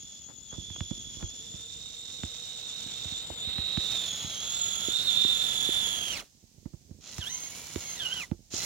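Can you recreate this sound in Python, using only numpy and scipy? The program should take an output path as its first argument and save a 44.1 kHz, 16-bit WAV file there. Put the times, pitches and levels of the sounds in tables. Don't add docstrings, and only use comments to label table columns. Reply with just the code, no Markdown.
import sys
import numpy as np
from scipy import signal
from scipy.fft import rfft, irfft, next_fast_len
from scipy.io import wavfile

SR = 44100
rng = np.random.default_rng(int(sys.argv[2]) if len(sys.argv) > 2 else 0)


def store_pcm(level_fs):
    pcm = np.round(np.clip(level_fs, -1, 1) * 32767).astype(np.int16)
    wavfile.write(sys.argv[1], SR, np.atleast_2d(pcm).T)


N = 381465
TIME = np.arange(N) / SR


def from_db(db):
    return 10 ** (np.asarray(db) / 20)


def rms_one(x):
    return x / np.sqrt(np.mean(np.abs(x) ** 2) + 1e-20)


def in_time(rows):
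    times, *columns = np.transpose(rows)
    return [np.interp(TIME, times, column) for column in columns]


def swells(rows):
    return sum(np.outer(heights, np.exp(-((TIME - s) / half) ** 2)) for s, half, *heights in rows)


def table_gate(rows):
    return np.clip(np.minimum(TIME - rows[0][0], rows[-1][0] - TIME) * 100 + 1, 0, 1)


def run_envelope(start_s, end_s, rise_s=0.067, decay_s=0.031):
    return np.clip((TIME - start_s) / rise_s, 0, 1) * np.exp(-np.clip((TIME - end_s) / decay_s, 0, 20))


def drift(rate_hz):
    size = next_fast_len(N)
    hz = np.arange(size // 2 + 1) * SR / size
    return rms_one(irfft(rfft(rng.standard_normal(size)) / (1 + (hz / rate_hz) ** 2), size)[:N])


def panned(pan_db):
    ratio = from_db(np.atleast_1d(pan_db))
    return np.array([ratio, np.ones_like(ratio)]) * np.sqrt(2 / (1 + ratio ** 2))


def coloured(x, spectrum):
    size = next_fast_len(N)
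    hz, db = np.transpose(spectrum)
    bins_hz = np.arange(size // 2 + 1) * SR / size + 1
    gain = from_db(np.interp(np.log(bins_hz), np.log(hz), db))
    return rms_one(irfft(rfft(x, size) * gain, size)[..., :N])


def grains(per_s, spread_db, hiss, alike):
    sizes = from_db(spread_db * np.minimum(rng.exponential(1, N), 4))
    clicks = rms_one((rng.random(N) < per_s / SR) * sizes)
    shared = np.sqrt(alike) * rng.standard_normal(N)
    separate = np.sqrt(1 - alike) * rng.standard_normal((2, N))
    return (clicks + hiss) * (shared + separate)


def peak_db(x, centre, half_width):
    return 10 * np.log10(0.019 + 1 / (1 + ((x - centre) / half_width) ** 2))


# t/s, distance/m
DISTANCE = [(0, 10.5), (1.6, 7.56), (3, 4.7), (4, 3.03), (5.3, 2.266), (8.65, 2.49)]

def heard_db(near_db, doubling_db, near_m=2.2):
    distance_m, = in_time(DISTANCE)
    return near_db - doubling_db * np.log2(distance_m / near_m)


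def gear_phase(mesh_hz, hunt):
    return 2 * np.pi * np.cumsum(mesh_hz * (1 + hunt * drift(21.91))) / SR


# t/s, left port lag/samples
BEARING = [(0, -1), (3.5, -3.5), (4.8, 4)]
OUTPUT_TEETH = 81

def gear_tone(phase, multiple, level_db, pan_db, rough, smear_hz, wobble=.5, port_rad=0):
    turn = phase / OUTPUT_TEETH
    swing = wobble * (np.sin(turn + 2 * drift(2.2)) + np.sin(2 * turn + 2 * drift(2.2)))
    direct = np.exp(1j * swing) + rough * (drift(smear_hz) + 1j * drift(smear_hz))
    direct /= np.abs(direct) ** .5
    direct *= 1 + np.minimum(.18 * multiple, .5) * np.sin(turn)
    echoes = .25 * np.array([drift(smear_hz), 1j * drift(smear_hz)])
    left_lag_rad = multiple * in_time(BEARING)[0] * np.gradient(phase) + port_rad
    carrier = np.exp(1j * np.array([multiple * phase - left_lag_rad, multiple * phase]))
    return from_db(level_db) * panned(pan_db) * rms_one(np.real((direct + echoes) * carrier))


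# t/s, mesh f/Hz
FORWARD_MESH = [(0, 3402), (1.0, 3417), (1.22, 3372), (1.8, 3661), (2.501, 3695), (3.42, 3627),
                (3.58, 3775), (3.9, 3687), (4.12, 3410), (4.38, 3233), (4.6, 3527), (4.81, 3347),
                (5.05, 3718), (5.13, 3540), (5.29, 3584), (5.54, 3444), (5.78, 3487), (6.108, 3198)]
THROTTLE_OFF_S = FORWARD_MESH[-1][0]

def forward_mesh_hz(stop_s=.135):
    braking = np.clip((TIME - THROTTLE_OFF_S) / stop_s, 0, 1)
    return in_time(FORWARD_MESH)[0] * (1 - braking ** 1.6)


def cleat_bite(mesh_hz, range_db, cycles_per_cleat=432, aligned_s=2.7):
    cleats = np.cumsum(mesh_hz) / SR / cycles_per_cleat
    step = 2 * np.pi * (cleats - np.interp(aligned_s, TIME, cleats))
    ripple = (np.cos(step) + np.cos(step / 2) / 2) / 2
    return ripple * (1 - from_db(range_db) / 2) * (1 + .5 * np.tanh(drift(2)))


def shaft_hum(mesh_phase):
    gain = from_db(heard_db(-64, 0.78)) * np.interp(TIME, [1, 1.4, 4, 5], [0, 1, 1, 0])
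    return gain * np.sin(.1285 * mesh_phase + drift(12)) * (1 + .5 * drift(23))


# t/s, half length/s, mesh gain/dB, octave gain/dB
GEAR_LOADS = [(0.7, 0.51, 8, -0.5), (3.65, 0.24, 4, -4.5), (4.27, 0.17, -4, -1.5), (4.64, 0.2, -4, 6.5),
              (4.96, 0.022, 3.5, 2.5), (5.04, 0.028, -5, -6), (5.095, 0.018, 3.5, -0.5),
              (5.22, 0.12, 4.5, 0), (5.7, 0.082, 2, -1)]
# t/s, second drive's speed lead/%
STEERING = [(1.3, 1), (3.7, 4), (5.1, 3.5), (5.8, 2), (6.05, -4.5)]
# mesh multiple, near level/dB, peak t/s, half length/s, port phase/rad
SIDE_TONES = [(0.398, -54, 4.9, 0.3, -0.5), (0.501, -47, 5.75, .25, 2), (1.181, -43.5, 4.3, 0.14, -0.5),
              (3, -49.5, 5.75, 0.34, 1.5), (4, -53, 5.2, .25, 0)]
MESH_RING_HZ, OCTAVE_RING_HZ = 3637, 6850

def forward_whine():
    mesh_hz = forward_mesh_hz()
    range_db = heard_db(0, 5.0)
    bite = cleat_bite(mesh_hz, range_db)
    mesh_load_db, octave_load_db = swells(GEAR_LOADS)
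    slack = from_db(-mesh_load_db / 2)
    base_db = heard_db(-25.5, 10.28)
    mesh_db = base_db + peak_db(mesh_hz, MESH_RING_HZ, 176) + mesh_load_db
    mesh_hz = mesh_hz * (1 - 0.0281 * bite)
    octave_db = heard_db(-37.5, 4.15) + peak_db(2 * mesh_hz, OCTAVE_RING_HZ, 310) + octave_load_db
    dive_db = base_db - 5.5 + peak_db(2 * mesh_hz, MESH_RING_HZ, 520) - 20 * (TIME < THROTTLE_OFF_S)
    octave_db = np.maximum(octave_db, dive_db)
    octave_pan_db = 2.5 - 3.0 * in_time(BEARING)[0]
    lead_pct, = in_time(STEERING)
    second_mesh_db = mesh_db - 4.5 + 0.21 * range_db
    second_octave_db = octave_db + range_db / 2 - 4 - np.abs(lead_pct)

    first = gear_phase(mesh_hz, hunt=.005)
    second = gear_phase(mesh_hz * (1 + lead_pct / 100), hunt=.008)
    out = gear_tone(first, 1, mesh_db - 3, pan_db=-10.5, rough=0.43 * slack, smear_hz=120)
    out += gear_tone(second, 1, second_mesh_db, pan_db=-11, rough=0.94 * slack, smear_hz=315, wobble=1)
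    out += gear_tone(first, 2, octave_db + 5 * bite, octave_pan_db,
                     rough=from_db(range_db / 2), smear_hz=148)
    out += gear_tone(second, 2, second_octave_db, octave_pan_db, rough=0.9, smear_hz=250)
    for multiple, db, peak_s, half_s, port_rad in SIDE_TONES:
        level_db = db + range_db + peak_db(TIME, peak_s, half_s)
        level_db += (multiple < 1) * range_db
        out += gear_tone(first, multiple, level_db, pan_db=-1.5, rough=1.4,
                         smear_hz=170 * multiple ** 0.67, port_rad=port_rad)
    return (out + shaft_hum(first)) * run_envelope(TRACK_RUNS[0][0], THROTTLE_OFF_S + 0.067)


def hull_echo(x, delay_s=0.00144, gain=0.22):
    lag = delay_s * SR * (1 + 0.038 * drift(3.1))
    samples = np.arange(N)
    return rms_one(x + gain * np.array([np.interp(samples - lag, samples, side) for side in x]))


# start/s, end/s, crunch gain/dB, rattle gain/dB, spray gain/dB
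TRACK_RUNS = [(-1, 6.185, 0, 0.5, 0), (7, 8.23, -5.5, -2.5, -2), (8.5, 8.58, -19, -9, -10.5),
              (8.5, 9, 3, 10, 13)]
# t/s, half length/s, crunch gain/dB, rattle gain/dB, spray gain/dB
TRACK_DIGS = [(3.3, 1, 4.5, 1, -1), (3.48, 0.21, -0.5, -4, 2.5), (3.93, 0.047, 4.5, 4, 3),
              (5.85, 0.36, 1.5, -1, 3), (6.16, 0.037, 3.5, 1, -3), (8.07, 0.2, 5.5, 3.5, 0.5)]
# f/Hz, level/dB
CRUNCH_SPECTRUM = [(70, 7), (170, 9), (400, 3), (1200, -1.5), (1900, -3), (3000, 6.5), (4500, 4),
                   (8000, -28)]
# f/Hz, level/dB
RATTLE_SPECTRUM = [(1500, -40), (4100, 1), (4750, 3.5), (6300, 5.5), (7350, 3.5), (8100, -21.5),
                   (10400, -14.5), (12000, -45)]
# f/Hz, level/dB
SPRAY_SPECTRUM = [(2000, -1), (6000, -3), (10500, 0.5), (13300, -8), (15500, -2.5)]
RUN_UP_S = (0.067, 0.062, 0.3)

def tracks():
    runs = np.zeros((3, N))
    for start_s, end_s, *gains_db in TRACK_RUNS:
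        for run, db, rise_s in zip(runs, gains_db, RUN_UP_S):
            run += from_db(db) * run_envelope(start_s, end_s, rise_s)
    crushing, rolling, throwing = runs * from_db(swells(TRACK_DIGS))
    turn = gear_phase(forward_mesh_hz(), hunt=0.017) / OUTPUT_TEETH
    flutter_db = drift(26) + .5 * (np.sin(turn) + np.sin(2 * turn)) * table_gate(FORWARD_MESH)
    crunch = coloured(hull_echo(grains(1500, 0.79, hiss=0.98, alike=0.73)), CRUNCH_SPECTRUM)
    rattle = coloured(hull_echo(grains(1200, 1.5, hiss=.5, alike=0.1)), RATTLE_SPECTRUM)
    spray = coloured(grains(1000, 1.7, hiss=1, alike=.1), SPRAY_SPECTRUM)
    crunch *= crushing * from_db(heard_db(-44, 8.4)) * panned(-2.7)
    rattle *= rolling * from_db(heard_db(-43.5, 3.5)) * panned(-7.5)
    spray *= throwing * from_db(heard_db(-45, 10.1)) * panned(-1)
    return (crunch + rattle + spray) * from_db(flutter_db)


# f/Hz, level/dB
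HISS_SPECTRUM = [(410, -37), (700, -5.5), (1250, -18), (6680, 1), (9850, -14)]

def background():
    return from_db(-63) * coloured(rng.standard_normal((2, N)), HISS_SPECTRUM) * panned(-4.5)


# f/Hz, level/dB
GRIP_SPECTRUM = [(50, 5.5), (220, 0), (600, -17.5), (1500, -63)]

def grip():
    shifts = [np.exp(-np.abs(TIME - s) / 0.32) * np.clip((thud_db + 70) / 18, 0, 1)
              for s, thud_db, *_ in FINGER_BUMPS]
    level_db = np.interp(TIME, [1.3, 2.3], [-60.5, -67]) + 11 * np.max(shifts, axis=0) + 2 * drift(5.7)
    rustle = coloured(grains(76, 2.5, hiss=1.0, alike=0.97), GRIP_SPECTRUM)
    return rustle * from_db(level_db) * panned(-12)


# t/s, level/dB
FINGER_SLIDES = [(0.303, -52), (0.536, -48), (1.221, -46.5)]

def finger_slides():
    strokes = sum(from_db(db) * np.exp(-((TIME - s) / 0.019) ** 2) for s, db in FINGER_SLIDES)
    band = signal.butter(2, [110, 1100], "band", fs=SR, output="sos")
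    grit = rms_one(signal.sosfilt(band, grains(543, 1.6, hiss=0.59, alike=0.28)))
    return strokes * grit * panned(-20)


# t/s, half length/s, mid loss/dB, treble loss/dB
PORT_SHADES = [(0.36, 0.13, 14, 21), (3.33, 0.09, 9, 28), (3.6, 0.17, -1.5, 14)]

def shade_right_port(sound, notch_hz=4770, edges_hz=(1200, 4500)):
    left, right = sound
    right = signal.lfilter(*signal.iirnotch(notch_hz, Q=9, fs=SR), right)
    mid_loss_db, treble_loss_db = swells(PORT_SHADES)
    low, below_treble = [signal.sosfiltfilt(signal.butter(4, hz, fs=SR, output="sos"), right)
                         for hz in edges_hz]
    mid = (below_treble - low) * from_db(-mid_loss_db)
    treble = (right - below_treble) * from_db(-treble_loss_db)
    return np.array([left, low + mid + treble])


# t/s, thud gain/dB, knock gain/dB, knock f/Hz, tick gain/dB
FINGER_BUMPS = [(0.58, -43, -31.5, 165, -64), (0.702, -45, -37.5, 151, -45), (0.762, -67, -38, 1300, -43),
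                (.807, -35, -27.5, 168, -32), (0.91, -51, -23, 198, -56), (1.228, -31, -25, 94.66, -40),
                (1.539, -50, -36.5, 159.9, -55), (2.235, -37, -26.5, 229.4, -30.5),
                (2.861, -58, -38, 220, -60), (3.052, -42.5, -40, 170, -50), (3.119, -48, -37, 210, -52),
                (3.302, -43, -26.5, 565, -50), (3.47, -43.5, -37.5, 200, -55),
                (3.583, -38, -30, 197.3, -31.5), (3.773, -38.5, -22, 180, -29.5),
                (4.242, -46, -32, 170.3, -53), (4.883, -60, -27, 326, -49), (5.248, -52, -28.5, 256.9, -34),
                (5.689, -63, -26.5, 305.5, -49), (6.656, -52, -27.5, 198, -72), (6.734, -62, -33, 131, -73),
                (6.908, -47.5, -36, 184, -76), (7.183, -38, -31, 153, -35),
                (7.759, -38.5, -23.5, 300, -30.5), (8.314, -42.5, -19, 191, -42.5),
                (8.537, -48, -29.5, 274, -42)]

def finger_bumps():
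    out = np.zeros((2, N + SR))
    t = np.arange(SR // 5) / SR
    tick_band = signal.butter(4, [350, 3800], "band", fs=SR, output="sos")
    scuff_band = signal.butter(2, [120, 620], "band", fs=SR, output="sos")
    for s, thud_db, knock_db, knock_hz, tick_db in FINGER_BUMPS:
        thud = -np.sin(2 * np.pi * 85 * t) * from_db(thud_db + 6.5 - 60 * t / 0.089)
        thud *= 1 - np.exp(-t / 0.0014)
        rise = t * knock_hz / 0.82
        swell = (rise * np.exp(1 - rise)) ** 4.65
        knock = np.sin(2 * np.pi * knock_hz * t) * swell * from_db(knock_db + 5)
        case_ring = np.sin(2 * np.pi * 340 * t) * from_db(knock_db - 8 - 60 * t / 0.083)
        knock += case_ring * np.minimum(rise, 1)
        scuff = signal.sosfilt(scuff_band, rng.standard_normal(len(t))) * from_db(knock_db - 60 * t / 0.071)
        contact = rng.standard_normal(len(t)) * from_db(-10 - 60 * t / .02) + 10 * (t == 0)
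        tick = signal.sosfilt(tick_band, contact) * from_db(tick_db + 6)
        left = thud + (knock + scuff) * from_db(-19) + tick * from_db(-7)
        right = thud * from_db(4) + knock + scuff + tick
        at = int(s * SR)
        out[:, at:at + len(t)] += [left, right]
    return out[:, :N]


# t/s, gain/dB
LINK_SNAPS = [(3.917, -22), (7.182, -23)]

def link_snaps(t60_s=0.028, band_hz=(5400, 6500)):
    bursts = sum(from_db(db - 60 * np.clip(TIME - s, 0, 1) / t60_s) * (TIME >= s)
                 for s, db in LINK_SNAPS)
    band = signal.butter(1, band_hz, "band", fs=SR, output="sos")
    return signal.sosfilt(band, bursts * rng.standard_normal((2, N)))


def controller_buzz(switching_hz=983):
    phase = gear_phase(switching_hz, hunt=.006)
    buzz = sum(np.sin(k * phase) * (1 + drift(16)) for k in range(1, 5))
    return from_db(-67) * buzz * run_envelope(start_s=7.1, end_s=TRACK_RUNS[1][1])


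def drive_whine(rows, mesh_db, octave_db, mesh_ease_db=3, free_hz=2350, loaded_hz=1790):
    mesh_hz, = in_time(rows)
    slack = np.clip((mesh_hz - loaded_hz) / (free_hz - loaded_hz), 0, 1)
    stall_db = np.interp(mesh_hz, [1000, 1600], [-5, 0])
    effort_db = stall_db + 0.83 * swells(TRACK_DIGS)[0] + 3 * np.tanh(drift(25))
    phase = gear_phase(mesh_hz, hunt=.007)
    mesh_db = mesh_db + effort_db - mesh_ease_db * slack
    octave_db = octave_db + effort_db - 30 * slack
    mesh = gear_tone(phase, 1, mesh_db, pan_db=-4, rough=1, smear_hz=70)
    octave = gear_tone(phase, 2.003, octave_db, pan_db=-6.5, rough=0.75, smear_hz=110)
    return (mesh + octave) * table_gate(rows)


# t/s, mesh f/Hz
INNER_MESH = [(7.2, 1900), (7.24, 1410), (7.32, 2090), (7.65, 2351), (7.96, 2080), (8.03, 1530),
              (8.08, 1440), (8.15, 1585), (8.2, 1418), (8.245, 980)]
# t/s, mesh f/Hz
OUTER_MESH = [(7.305, 3010), (7.36, 3160), (7.45, 3190), (7.52, 3410), (7.78, 3490), (7.85, 3200),
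              (7.96, 3210)]
# t/s, mesh f/Hz
RESTART_MESH = [(8.605, 2000), (8.66, 2210)]

def reversing_whine():
    inner = drive_whine(INNER_MESH, mesh_db=-54, octave_db=-38)
    outer = drive_whine(OUTER_MESH, mesh_db=-51, octave_db=-36.5,
                        mesh_ease_db=34, free_hz=3900, loaded_hz=3090)
    restart = drive_whine(RESTART_MESH, mesh_db=-50, octave_db=-29)
    return inner + outer + restart


def scene():
    groomer = forward_whine() + controller_buzz() + reversing_whine() + tracks() + link_snaps()
    return shade_right_port(groomer) + background() + finger_bumps() + finger_slides() + grip()


def record(dry):
    dry = signal.sosfilt(signal.butter(7, 43, "high", fs=SR, output="sos"), dry)
    return signal.sosfilt(signal.ellip(12, .1, 80, 15850, fs=SR, output="sos"), dry)


dry = scene()
out = record(dry)
store_pcm(out)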